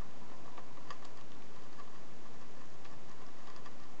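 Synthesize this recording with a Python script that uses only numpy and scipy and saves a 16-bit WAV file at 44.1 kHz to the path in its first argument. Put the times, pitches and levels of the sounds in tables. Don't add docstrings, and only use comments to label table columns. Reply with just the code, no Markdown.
import sys
import numpy as np
from scipy import signal
from scipy.fft import rfft, irfft
from scipy.io import wavfile

SR = 44100
rng = np.random.default_rng(int(sys.argv[2]) if len(sys.argv) > 2 else 0)


def to_wav(sig):
    pcm = np.clip(np.atleast_2d(sig), -1, 1) * 32767
    pcm = np.round(pcm).astype(np.int16)
    wavfile.write(sys.argv[1], SR, pcm.T)


N = 176400
T = np.arange(N) / SR

# (frequency [Hz], level [dB], t60 [s])
BOTTLE_MODES = [(351, -23, 0.079), (518.3, -16, 0.093), (830, -17.5, .02), (958, -18.5, 0.081),
                (1031.4, -11.5, .07), (1142, -9, 0.078), (1156, -5, 0.059), (1280, -19.5, 0.026),
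                (1755, -12, 0.078), (1880, -11.5, .07), (2130, -22.5, 0.069), (2698, -19.5, 0.075),
                (3065, -26.5, .03), (3324, -21, 0.052)]
# (frequency [Hz], level [dB], t60 [s])
SPOUT_MODES = [(3140, -5.5, 0.029), (3350, -10, 0.029), (4570, -7, 0.03), (4660, -7.5, 0.026),
               (4856, -4, 0.025), (4900, -7.5, 0.025), (6350, -14, .035), (6740, -12.5, 0.045)]
# (frequency [Hz], level [dB], t60 [s])
MOUNT_MODES = [(463, -5, .08), (590, -7, 0.028), (671, -1.5, 0.065), (746, 3.5, .06), (845, -10.5, 0.031),
               (924, -6.5, 0.033), (1036, -3.5, 0.24)]


def undb(db):
    return 10 ** (np.asarray(db) / 20)


def unit(x):
    return x / np.sqrt(np.mean(x ** 2))


def decay(t, t60_s):
    return np.exp(-np.log(1000) * t / t60_s)


def band(x, hz, width_hz):
    b, a = signal.iirpeak(min(hz, SR / 3), hz / min(width_hz, SR / 3), fs=SR)
    return signal.lfilter(b, a, signal.lfilter(b, a, x))


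def add(out, start_s, x):
    i = max(int(start_s * SR), 0)
    out[i:i + len(x)] += x[:N - i]


def burst(hz, width_hz, t60_s, size=8192):
    envelope = decay(T[:size], t60_s)
    noise = band(rng.standard_normal(size) * envelope, hz, width_hz)
    return noise * np.sqrt(np.sum(envelope ** 2) / np.sum(noise ** 2))


def ring(modes, detune=0.002, pitch_ratio=1, tilt_db_per_oct=0, size=8192):
    rise_cycles = 1.5
    t = T[:size]
    out = np.zeros(size)
    for (hz, db, t60_s), scatter in zip(modes, rng.standard_normal(len(modes))):
        gain = undb(db + tilt_db_per_oct * np.log2(hz / 1000))
        rise = 1 - np.exp(-t * hz / rise_cycles)
        tuned_hz = hz * pitch_ratio * (1 + detune * scatter)
        out += gain * decay(t, t60_s) * rise * np.sin(2 * np.pi * tuned_hz * t)
    return out


def room_noise():
    # (frequency [Hz], relative density [dB])
    spectrum = [(20, -19.5), (45, -12), (90, -3.5), (165, 1.5), (260, 0.5), (420, -2.5), (750, -6),
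                (1000, -7.5), (1400, -12), (2300, -15.5), (3800, -20), (5500, -21), (7000, -22.5),
                (8000, -26)]
    hz, db = np.array(spectrum).T
    bin_hz = np.arange(N // 2 + 1) * SR / N
    shape = undb(np.interp(np.log(bin_hz + 1), np.log(hz), db))
    return undb(-56) * unit(irfft(rfft(rng.standard_normal(N)) * shape, N))


def whine():
    # (frequency [Hz], rms level [dB])
    tones = [(1023, -77), (6223, -89.5), (6666, -87), (7707, -95)]
    return sum(undb(db) * np.sqrt(2) * np.sin(2 * np.pi * (hz * T + rng.random())) for hz, db in tones)


def slips(rate_per_s=650, scatter_db=3):
    hits = rng.random(N) < rate_per_s / SR
    return hits * rng.choice([-1, 1], N) * undb(scatter_db * rng.standard_normal(N))


def shuffle(end_s=1.64, fade_s=0.75):
    activity = np.clip((end_s - T) / fade_s, 0, 1)
    paws = slips()
    rustle = unit(band(paws, hz=713, width_hz=410))
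    cage = unit(band(paws, hz=957, width_hz=100))
    return undb(-65.5) * activity * (rustle + undb(-1.5) * cage)


def rub(size):
    contacts = slips()[:size]
    bottle, spout, mount = (unit(signal.fftconvolve(contacts, ring(modes, detune=0.013))[:size])
                            for modes in (BOTTLE_MODES, SPOUT_MODES, MOUNT_MODES))
    crackle = unit(band(contacts, hz=3750, width_hz=10000))
    return bottle + undb(-14.5) * spout + undb(-6.5) * mount + undb(-13) * crackle


def rubbing(rest_db=-72):
    # (centre time [s], length [s], level [dB])
    spells = [(0.331, 0.039, -67.5), (0.489, 0.034, -68), (0.82, 0.03, -63), (0.912, 0.05, -52.5),
              (1.054, 0.037, -61), (1.185, 0.034, -58.5), (1.57, 0.069, -62), (1.65, 0.043, -61),
              (1.73, 0.026, -61.5), (1.803, 0.04, -57.5), (1.956, 0.051, -61.5), (2.265, 0.035, -63.5),
              (2.361, 0.043, -65.5), (2.428, 0.063, -63), (2.606, 0.059, -61), (2.861, 0.023, -57),
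              (2.922, 0.037, -62), (3.1, 0.058, -65.5), (3.22, 0.044, -58), (3.422, 0.083, -62),
              (3.49, 0.068, -58.5), (3.577, 0.038, -60.5), (3.667, 0.038, -57.5), (3.822, 0.062, -61)]
    out = undb(rest_db) * rub(N)
    t = T[:N // 16]
    middle_s = t.mean()
    for time_s, length_s, db in spells:
        swell = np.exp(-2 * ((t - middle_s) / length_s) ** 2)
        add(out, time_s - middle_s, undb(db) * swell * rub(len(t)))
    return out


def mount_thud():
    modes = sum((-1) ** k * ring([mode]) for k, mode in enumerate(MOUNT_MODES))
    rattle = burst(hz=590, width_hz=1200, t60_s=0.1)
    return modes / 2 + undb(-7) * rattle


def spout_knocks():
    # (time [s], ring [dB], ring note [Hz], ring tilt [dB/oct], ping [dB], click [dB],
    #  click centre [Hz], thud [dB])
    knocks = [(.014, -43, 1170, -5.5, -72, -67, 3000, -58), (.12, -53, 1170, -4, -78, -70, 3000, -62),
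              (.232, -51, 1160, -9, -73, -74, 3000, -67), (.294, -51, 1070, -5, -71, -72, 3000, -54),
              (0.314, -59, 1130, -7, -74, -74, 3020, -48), (0.375, -58, 1110, -4, -69, -66, 3000, -63),
              (.452, -57, 1140, 2, -75, -70, 3030, -53), (.478, -44, 1156, -5, -73, -72, 3000, -61),
              (.5782, -37, 1165, -6.5, -63, -53, 2400, -43.5),
              (0.5883, -57, 1190, -15, -75, -67, 2420, -47),
              (0.7725, -42, 1173, -5.5, -73, -54.5, 2600, -72),
              (.905, -31.5, 1156, -2, -43, -53, 4300, -52), (0.9069, -52, 1210, 4, -55, -45, 3210, -59),
              (1.0242, -44, 1170, -2.5, -66, -58, 2780, -59), (1.0517, -46, 1135, -6, -51, -47, 6150, -49),
              (1.173, -57, 1160, -5, -57, -54.5, 6000, -57), (1.562, -58, 1120, -11, -72, -57, 4000, -52),
              (1.799, -45, 1140, 1, -64, -59, 4000, -55.5), (1.875, -48, 1160, -4, -74, -66, 3000, -64),
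              (1.946, -53, 1187, 3, -70, -70, 4000, -68), (2.848, -59, 1207, -5, -64, -52, 4200, -56),
              (2.853, -53, 1140, 7, -63, -48.5, 2540, -59), (2.862, -54, 1162, 5, -65, -60, 4000, -55),
              (2.934, -52, 1080, -1, -73, -63, 4000, -70), (3.115, -52, 1140, -4, -67, -56, 4500, -60),
              (3.217, -53, 1170, 0, -72, -68, 4000, -55), (3.286, -49, 1160, -2, -78, -63, 4000, -56),
              (3.472, -58, 1105, -4, -59, -51.5, 2770, -50), (3.501, -51, 1194, 1, -64, -55, 4500, -50.5),
              (3.563, -48.5, 1160, 4, -54, -52, 5430, -54), (3.6599, -46.5, 1160, 5, -56, -53, 4960, -53),
              (3.675, -72, 1210, -10, -72, -65, 4000, -63)]
    bottle_note_hz = 1164
    out = np.zeros(N)
    for time_s, ring_db, ring_hz, tilt, ping_db, click_db, click_hz, thud_db in knocks:
        pitch_ratio = ring_hz / bottle_note_hz
        bottle = undb(ring_db) * ring(BOTTLE_MODES, pitch_ratio=pitch_ratio, tilt_db_per_oct=tilt)
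        ping = undb(ping_db) * ring(SPOUT_MODES)
        click = undb(click_db) * burst(click_hz, width_hz=0.95 * click_hz, t60_s=0.011)
        thud = undb(thud_db) * mount_thud()
        add(out, time_s, bottle + ping + click + thud)
    return out


def wet_ticks():
    # (time [s], level [dB], centre [Hz])
    ticks = [(0.111, -52, 3000), (0.28, -69, 4500), (0.302, -56, 5000), (0.459, -57, 3200),
             (0.523, -59, 3300), (0.573, -52, 3200), (0.893, -67, 3200), (0.93, -54, 5800),
             (1.048, -47, 3000), (1.063, -60, 5200), (1.104, -59, 4200), (1.211, -49, 3400),
             (1.319, -48, 3050), (1.35, -56, 3200), (1.422, -50, 2700), (1.622, -55, 4500),
             (1.724, -61, 5000), (1.729, -53, 4500), (1.953, -71, 4000), (2.341, -60, 3500),
             (2.414, -55, 4800), (2.511, -57, 6000), (2.656, -56, 5600), (2.675, -59, 6000),
             (2.7007, -57.5, 6000), (2.742, -56, 5000), (2.914, -56, 5500), (2.928, -58, 6000),
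             (3.096, -53, 5000), (3.266, -52, 4800), (3.386, -62, 4500), (3.7147, -56, 4500),
             (3.801, -54, 4500), (3.838, -55, 4500)]
    out = np.zeros(N)
    for time_s, db, hz in ticks:
        smack = burst(hz, width_hz=0.6 * hz, t60_s=0.0069)
        add(out, time_s, undb(db) * (smack + undb(-4) * ring(BOTTLE_MODES)))
    return out


def reverb(x):
    tail = rng.standard_normal(N // 8) * decay(T[:N // 8], t60_s=0.12)
    tail /= np.sqrt(np.sum(tail ** 2))
    return x + undb(-16) * signal.fftconvolve(x, tail)[:N]


def scene():
    hamster = spout_knocks() + wet_ticks() + rubbing() + shuffle()
    return (reverb(hamster) + room_noise() + whine())[None]


def record(dry):
    dc_offset, cutoff_hz = -0.0356, 7650
    hz = np.arange(N // 2 + 1) * SR / N
    lowpass = 1 / np.sqrt(1 + (hz / cutoff_hz) ** 80)
    return irfft(rfft(dry + dc_offset) * lowpass, N)


dry = scene()
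out = record(dry)
to_wav(out)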